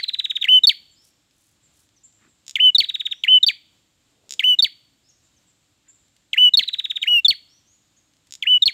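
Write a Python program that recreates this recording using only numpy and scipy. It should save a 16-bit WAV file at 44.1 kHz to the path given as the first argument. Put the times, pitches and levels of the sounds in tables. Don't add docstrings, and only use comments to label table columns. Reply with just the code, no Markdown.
import sys
import numpy as np
from scipy import signal
from scipy.fft import rfft, irfft, next_fast_len
from scipy.io import wavfile
from scipy.ndimage import uniform_filter1d

SR = 44100
rng = np.random.default_rng(int(sys.argv[2]) if len(sys.argv) > 2 else 0)


def bounce(signal):
    frames = np.transpose(np.atleast_2d(signal))
    limited = np.clip(frames, -1, 1)
    pcm = np.round(limited * 32767).astype(np.int16)
    wavfile.write(sys.argv[1], SR, pcm)


N = 384993
LEAD = SR // 10
PIP_BEFORE_S = 0.036

# swoop t/s; the whistle's length factor, pitch factor, level/dB, bend/share of pitch,
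# swell/dB, brightness/dB; the swoop's pitch factor, level/dB
OPENINGS = [(.44, 1.025, 1.006, 0.1, 0.014, -2, 1, 0.99, 0),
            (2.5541, 1.012, 1.004, -1, -0.017, -0.5, -2, 1.02, 1.5),
            (3.2355, 1.01, 1.006, 0, -0.0024, -1, -5, 1.007, 0.5),
            (4.3925, 1.085, .996, -3.5, -0.028, -7, 6.5, 1.022, 2),
            (6.3303, 1.125, .989, -0.5, -0.0016, -3, 2.5, 0.982, 0),
            (7.026, 1.235, .96, -4, -0.084, -3, 5, 1.045, -.5),
            (8.4235, 1.067, .989, -3, .005, -2, -2, 1.014, -2.5)]
# the chew's t/s, length factor, pitch factor, level/dB, bend/share of pitch, swell/dB;
# the pip's pitch factor, level/dB
ENDINGS = [(-.039, 0.99, 1.007, -3, 0, 1, 0.88, 0), (.67, 1.135, 1.006, .5, 0.042, -6.5, 0.99, -.5),
           (2.7823, 1.02, 1, -1.5, .025, -4.5, 1, -.5), (3.464, .99, 1.054, 0.8, 0.077, 14, 0.99, -0.5),
           (4.6229, 1.044, 1.003, -3, 0, -5.5, .99, -1.5), (6.5713, 1.015, 0.96, -1.95, -.037, -7, 1, -0.5),
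           (7.2816, 1.17, .986, -3.5, -0.0014, -11, 0.95, -0.5),
           (8.6563, 1.005, 1.006, -1.4, 0.101, 0.5, 0.99, -1.1)]
# multiple of the pitch, level/dB
SWEEP_OVERTONES = [(2, -30.5), (3, -41), (4, -40.5), (5, -44), (6, -44)]


def whistle_course(length_s=0.12, low_hz=1674, top_hz=3028.4, sag_hz=110, top_s=.06):
    t = np.linspace(0, length_s, 200)
    arch = top_hz - sag_hz * ((t - top_s) / (length_s - top_s)) ** 2
    hz = low_hz + (arch - low_hz) / (1 + np.exp((.0112 - t) / .0031))
    attack_db = -10.5 * np.clip(1 - t / 0.026, 0, 1)
    accent_db = 10.5 * np.exp(-((t - 0.019) / .0068) ** 2)
    swell_db = -7.5 - ((t - 0.079) / 0.018) ** 2
    release_db = 20 * np.log10(np.clip((length_s - t) / .0076, .02, 1))
    return np.column_stack([t, hz, attack_db + accent_db + swell_db + release_db])


def whistles(after_swoop_s=0.031):
    # multiple of the pitch, level/dB
    partials = [(.5, -60), (1.5, -49.5), (2, -41.5), (2.5, -56.5), (3, -44), (4, -56), (4.5, -53),
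                (5, -43.5)]
    notes = [(s + after_swoop_s, *manner) for s, *manner, _, _ in OPENINGS]
    return song(notes, whistle_course(), partials, rough=.001, rasp_db=-56)


def swoops():
    # t/s, f/Hz, level/dB
    course = [(0, 3885, -50), (.0022, 3425, -15.5), (.0037, 3027, -12), (.0063, 2443, -26),
              (.0105, 2250, -23), (.016, 2055, -23), (.0198, 1984, -36), (.025, 1713, -55)]
    notes = [(s, 1, pitch, db) for s, *_, pitch, db in OPENINGS]
    return song(notes, course, SWEEP_OVERTONES, rough=.008, rasp_db=-33.5)


def pips():
    # t/s, f/Hz, level/dB
    course = [(0, 4093, -40.5), (.0021, 3977, -12), (.006, 3796, -6), (.0113, 3720, -9),
              (.0171, 3582, -11.5), (.021, 3555, -30), (.0245, 3427, -49)]
    # multiple of the pitch, level/dB
    partials = [(2, -29), (3, -42.5), (4, -54.5)]
    notes = [(s - PIP_BEFORE_S, stretch, pitch, db) for s, stretch, *_, pitch, db in ENDINGS]
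    return song(notes, course, partials, rough=0.0016, rasp_db=-46)


def chews():
    # t/s, f/Hz, level/dB
    course = [(0, 4900, -38.5), (.0014, 4635, -9.5), (.0046, 4501, -11), (0.0132, 4438, -9.5),
              (.0181, 4357, -15), (.0233, 3330, -8), (.0305, 2426, -26.5), (0.0394, 2156, -23.5),
              (0.053, 1412, -54.5)]
    # multiple of the pitch, level/dB
    partials = [(2, -32), (3, -34.5), (4, -41), (5, -41)]
    notes = [chew for *chew, _, _ in ENDINGS]
    return song(notes, course, partials, rough=.005, rasp_db=-36)


def trills(slowing_s=.00115, last_pitch=.968, first_note_db=-1.3, uneven_db=0.9):
    # t/s, f/Hz, level/dB
    course = [(0, 3560, -40), (.0037, 3848, -24), (.0073, 3910, -20), (0.012, 3770, -17.5),
              (0.0152, 3416, -15.5), (0.0172, 2620, -30), (0.0227, 1796, -42), (0.0288, 1280, -58.5)]
    # t/s, note count, first gap/s, first pitch factor, level/dB
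    runs = [(.0287, 8, .0512, 1.075, -1), (2.8321, 6, .0533, 1.02, -2.2), (6.6226, 8, .0526, 1.045, -2.2)]
    notes = []
    for s, count, gap, first_pitch, db in runs:
        for k in range(count):
            pitch = last_pitch + (first_pitch - last_pitch) * (1 - k / (count - 1)) ** 1.4
            note_db = db + first_note_db * (k == 0) + uneven_db * rng.standard_normal()
            notes.append((s, pitch ** -1.4, pitch, note_db))
            s += gap + slowing_s * k
    return song(notes, course, SWEEP_OVERTONES, rough=.005, rasp_db=-39)


def song(notes, course, partials, rough, rasp_db):
    out = np.zeros(LEAD + N)
    for s, *manner in notes:
        add(out, s + LEAD / SR, syllable(course, partials, rough, rasp_db, *manner))
    return out


def syllable(course, partials, rough, rasp_db, stretch, pitch, db, bend=0, swell_db=0, bright_db=0):
    # f/Hz, gain/dB
    overtone_colour = [(9000, -0.5), (10500, -9), (13500, 4), (15300, 2.5)]
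    at, hz, level_db = np.transpose(course)
    t = np.arange(0, at[-1], 1 / (SR * stretch))
    along = t / at[-1] - .5
    hz = uniform_filter1d(np.interp(t, at, hz), size=45) * pitch * (1 + bend * along)
    glide_hz_per_s = uniform_filter1d(abs(np.gradient(hz)), size=130) * SR
    strain = np.tanh(glide_hz_per_s / 120000)
    wander = .003 * noise(size=16384, hz=24, octaves=.8)[:len(t)]
    tremor = (rough + .012 * strain ** 2) * noise(len(t), 350, 1.3)
    phase = 2 * np.pi * np.cumsum(hz * (1 + wander + tremor)) / SR
    overtones = 0
    for k, partial_db in partials:
        flicker = amp(1.5 * noise(len(t), 25, 0.95)) * (1 + .6 * strain * noise(len(t), 500, 0.97))
        gain = amp(partial_db + read(overtone_colour, k * hz)) * (k * hz < SR / 2)
        overtones += gain * flicker * np.sin(k * phase)
    hiss = noise(len(t), 7200, 0.15) + 0.32 * noise(len(t), 14000, 0.053)
    rasp = amp(rasp_db) * (0.56 + strain) * hiss
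    bright = amp(bright_db + 9 * np.clip((2900 - hz) / 800, 0, 1))
    envelope = amp(np.interp(t, at, level_db) + db + swell_db * along) * signal.windows.tukey(len(t), .02)
    return envelope * (np.sqrt(2) * np.sin(phase) + bright * (np.sqrt(2) * overtones + rasp))


def snaps(snap_gap_s=.01462, body_band_hz=(2900, 8400), crack_hz=13500, crack_t60=.005):
    # f/Hz, level/dB, t60/s
    modes = [(3900, -9, .005), (5400, -2, .003), (6900, 0, .0035)]
    # t/s, level/dB
    runs = [(2.4662, -17.5), (4.2938, -12.5), (8.3089, -17.5)]
    out, t = np.zeros(N), np.arange(1024) / SR
    low_hz, high_hz = body_band_hz
    clack = sum(amp(db - 60 * t / t60) * np.sin(2 * np.pi * hz * t) for hz, db, t60 in modes)
    clack = signal.sosfilt(signal.butter(2, low_hz, "highpass", fs=SR, output="sos"), clack)
    clack = signal.sosfilt(signal.butter(4, high_hz, fs=SR, output="sos"), clack)
    crack = amp(-25 - 60 * t / crack_t60) * np.sin(2 * np.pi * crack_hz * t)
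    snap = clack / abs(clack).max() + crack
    for s, db in runs:
        for k, accent_db in enumerate((-12, 0, 0, -2.5)):
            add(out, s + k * snap_gap_s, amp(db + accent_db) * snap)
    return out


def claws(t60=.015):
    # t/s, level/dB
    ticks = [(1.31, -52), (1.89, -52), (2.125, -54), (6.082, -52.5), (6.165, -45.5), (8.137, -50),
             (8.168, -50.5), (8.270, -42)]
    out, t = np.zeros(N), np.arange(1024) / SR
    for s, db in ticks:
        add(out, s, amp(db - 60 * t / t60) * noise(len(t), 4000, .8) / 2)
    return out


def thumps(length_s=0.048, push_s=.0006, boom_hz=90, boom_t60=.12):
    out, t = np.zeros(N), np.arange(round(length_s * SR)) / SR
    u = t / push_s - 2
    push = amp(-41) * -u * np.exp((1 - u ** 2) / 2)
    boom = amp(-43 - 60 * t / boom_t60) * np.sin(2 * np.pi * boom_hz * t)
    boom *= signal.windows.tukey(len(t), .3)
    for s, _, _, db, _, swell_db, *_ in ENDINGS:
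        rumble = amp(-52) * noise(len(t), 145, 1.36) * signal.windows.tukey(len(t), .7)
        add(out, s, amp(db - 0.5 * swell_db) * (push + boom) + rumble)
        add(out, s - PIP_BEFORE_S, amp(-61) * noise(size=900, hz=160, octaves=0.96) * np.hanning(900))
    return out


def cage(x, scatter_db=-18.5, scatter_t60=0.26):
    # delay/s, level/dB
    echoes = [(.0019, -20.5), (.00304, -18.5), (.00336, -19.5), (.00603, -22), (.0071, -21)]
    t = np.arange(4096) / SR
    response = rng.standard_normal(len(t)) * amp(-60 * t / scatter_t60) * (t > .004)
    response *= amp(scatter_db) / np.linalg.norm(response)
    for s, db in echoes:
        response[round(s * SR)] += amp(db)
    return signal.oaconvolve(x, response)[:len(x)]


def yard(x, build_s=0.011):
    # f/Hz, t60/s
    decay = [(300, 0.02), (2000, 0.76), (4500, 0.6647), (8000, 1), (15000, 1.87)]
    # f/Hz, level/dB
    colour = [(300, -4.5), (2000, -1), (3000, 3), (4500, -1), (8000, -1.5), (15000, -1.5)]
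    hz, t, bands = signal.stft(rng.standard_normal(SR), SR, nperseg=256)
    level_db = read(colour, hz)[:, None] - 60 * t / read(decay, hz)[:, None]
    bands = bands * amp(level_db) * (1 - np.exp(-t / build_s))
    tail = signal.istft(bands, SR, nperseg=256)[1]
    return signal.oaconvolve(x, tail / np.linalg.norm(tail))[:len(x)]


def rustles(lumpy_db=3):
    # t/s, length/s, level/dB, centre f/Hz
    swells = [(0.999, 0.14, -63.5, 7300), (1.27, 0.35, -68.5, 7500), (1.7, 0.199, -65, 7480),
              (2.169, 0.17, -65, 230), (2.17, 0.15, -64, 1594), (4.02, 0.55, -69.5, 437),
              (5.818, 0.12, -69.5, 1803)]
    out = np.zeros(N)
    for s, length, db, hz in swells:
        size = round(length * SR)
        add(out, s, amp(db + lumpy_db * noise(size, 45, 0.86)) * noise(size, hz, .6) * np.hanning(size))
    return out


def far_birds(rough=0.021):
    calls = {"peep": (.04, .9, 0.92), "sigh": (.065, 1.025, .925), "chip": (.035, 1.03, 0.78),
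             "slur": (0.14, .86, 1.04)}
    # t/s, call name, middle f/Hz, level/dB
    chirps = [(.9, "sigh", 7350, -61.5), (.94, "slur", 5350, -61), (1.62, "sigh", 7400, -61),
              (1.958, "chip", 5990, -61), (2.031, "peep", 7450, -48), (2.275, "sigh", 7600, -67),
              (3.09, "slur", 5710, -62.5), (5.02, "slur", 5400, -64), (5.083, "chip", 6500, -56),
              (5.225, "sigh", 7250, -65), (5.36, "chip", 6100, -64.5), (5.46, "sigh", 7560, -63.5),
              (5.878, "peep", 7400, -49.5), (7.47, "slur", 5700, -60.5), (7.65, "slur", 6700, -61.5),
              (7.96, "peep", 6700, -59.5)]
    out = np.zeros(N)
    for s, call, middle_hz, db in chirps:
        length, first, last = calls[call]
        u = np.linspace(0, 1, round(length * SR))
        arch = np.polyval(np.polyfit([0, .5, 1], [first, 1, last], 2), u)
        hz = middle_hz * arch * (1 + rough * noise(len(u), 200, 0.94))
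        tone = np.sqrt(2) * np.sin(2 * np.pi * np.cumsum(hz) / SR)
        add(out, s, amp(db) * tone * signal.windows.tukey(len(u), .6))
    return out


def air(level_db=-66, waver_db=-0.73):
    # f/Hz, relative level/dB
    spectrum = [(24, -36), (40, -6.5), (106, 1.5), (231, -5.5), (297, -1), (402, -13), (556, -11.5),
                (770, -14), (1950, -15.5), (3740, -11), (6020, -18), (7360, -10.5), (9940, -29),
                (13400, -27), (16000, -36.5)]
    size = next_fast_len(N)
    colour = amp(read(spectrum, np.fft.rfftfreq(size, 1 / SR)))
    steady = unit_rms(irfft(rfft(rng.standard_normal(size)) * colour, size))
    return (amp(level_db + waver_db * noise(size, 3, 0.97)) * steady)[:N]


def amp(db):
    return 10 ** (np.asarray(db) / 20)


def unit_rms(x):
    return x / np.sqrt(np.mean(x ** 2) + 1e-20)


def read(points, hz):
    f, value = np.transpose(points)
    return np.interp(np.log(hz + 1), np.log(f), value)


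def add(mix, s, sound):
    start = round(s * SR)
    sound = sound[max(-start, 0):]
    part = mix[max(start, 0):][:len(sound)]
    part += sound[:len(part)]


def noise(size, hz, octaves):
    f = np.fft.rfftfreq(size, 1 / SR)
    bell = np.exp(-.5 * (np.log2((f + 1) / hz) / octaves) ** 2)
    return unit_rms(irfft(rfft(rng.standard_normal(size)) * bell, size))


def scene(held_send_db=-15, chew_send_db=-1, click_send_db=2, yard_db=-28, far_dry_db=-2, far_wet_db=-4):
    held = whistles() + pips()
    sweeps = swoops() + trills()
    closing = chews()
    clicks = np.pad(snaps() + claws(), (LEAD, 0))
    far = np.pad(far_birds(), (LEAD, 0))
    send = sweeps + amp(held_send_db) * held + amp(chew_send_db) * closing + amp(click_send_db) * clicks
    direct = held + sweeps + closing + clicks + amp(far_dry_db) * far
    birds = direct + cage(send + far) + yard(amp(yard_db) * send + amp(far_wet_db) * far)
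    return (birds[LEAD:] + thumps() + rustles() + air())[None]


def record(dry, ceiling=1.0, edge_hz=15900):
    peak = np.sqrt(2 * abs(uniform_filter1d(dry ** 2, size=66)))
    limited = dry / (1 + (peak / ceiling) ** 10) ** (1 / 10)
    lowpass = signal.firwin(255, edge_hz, window=("kaiser", 8), fs=SR)
    return signal.oaconvolve(limited, lowpass[None], "same")


dry = scene()
out = record(dry)
bounce(out)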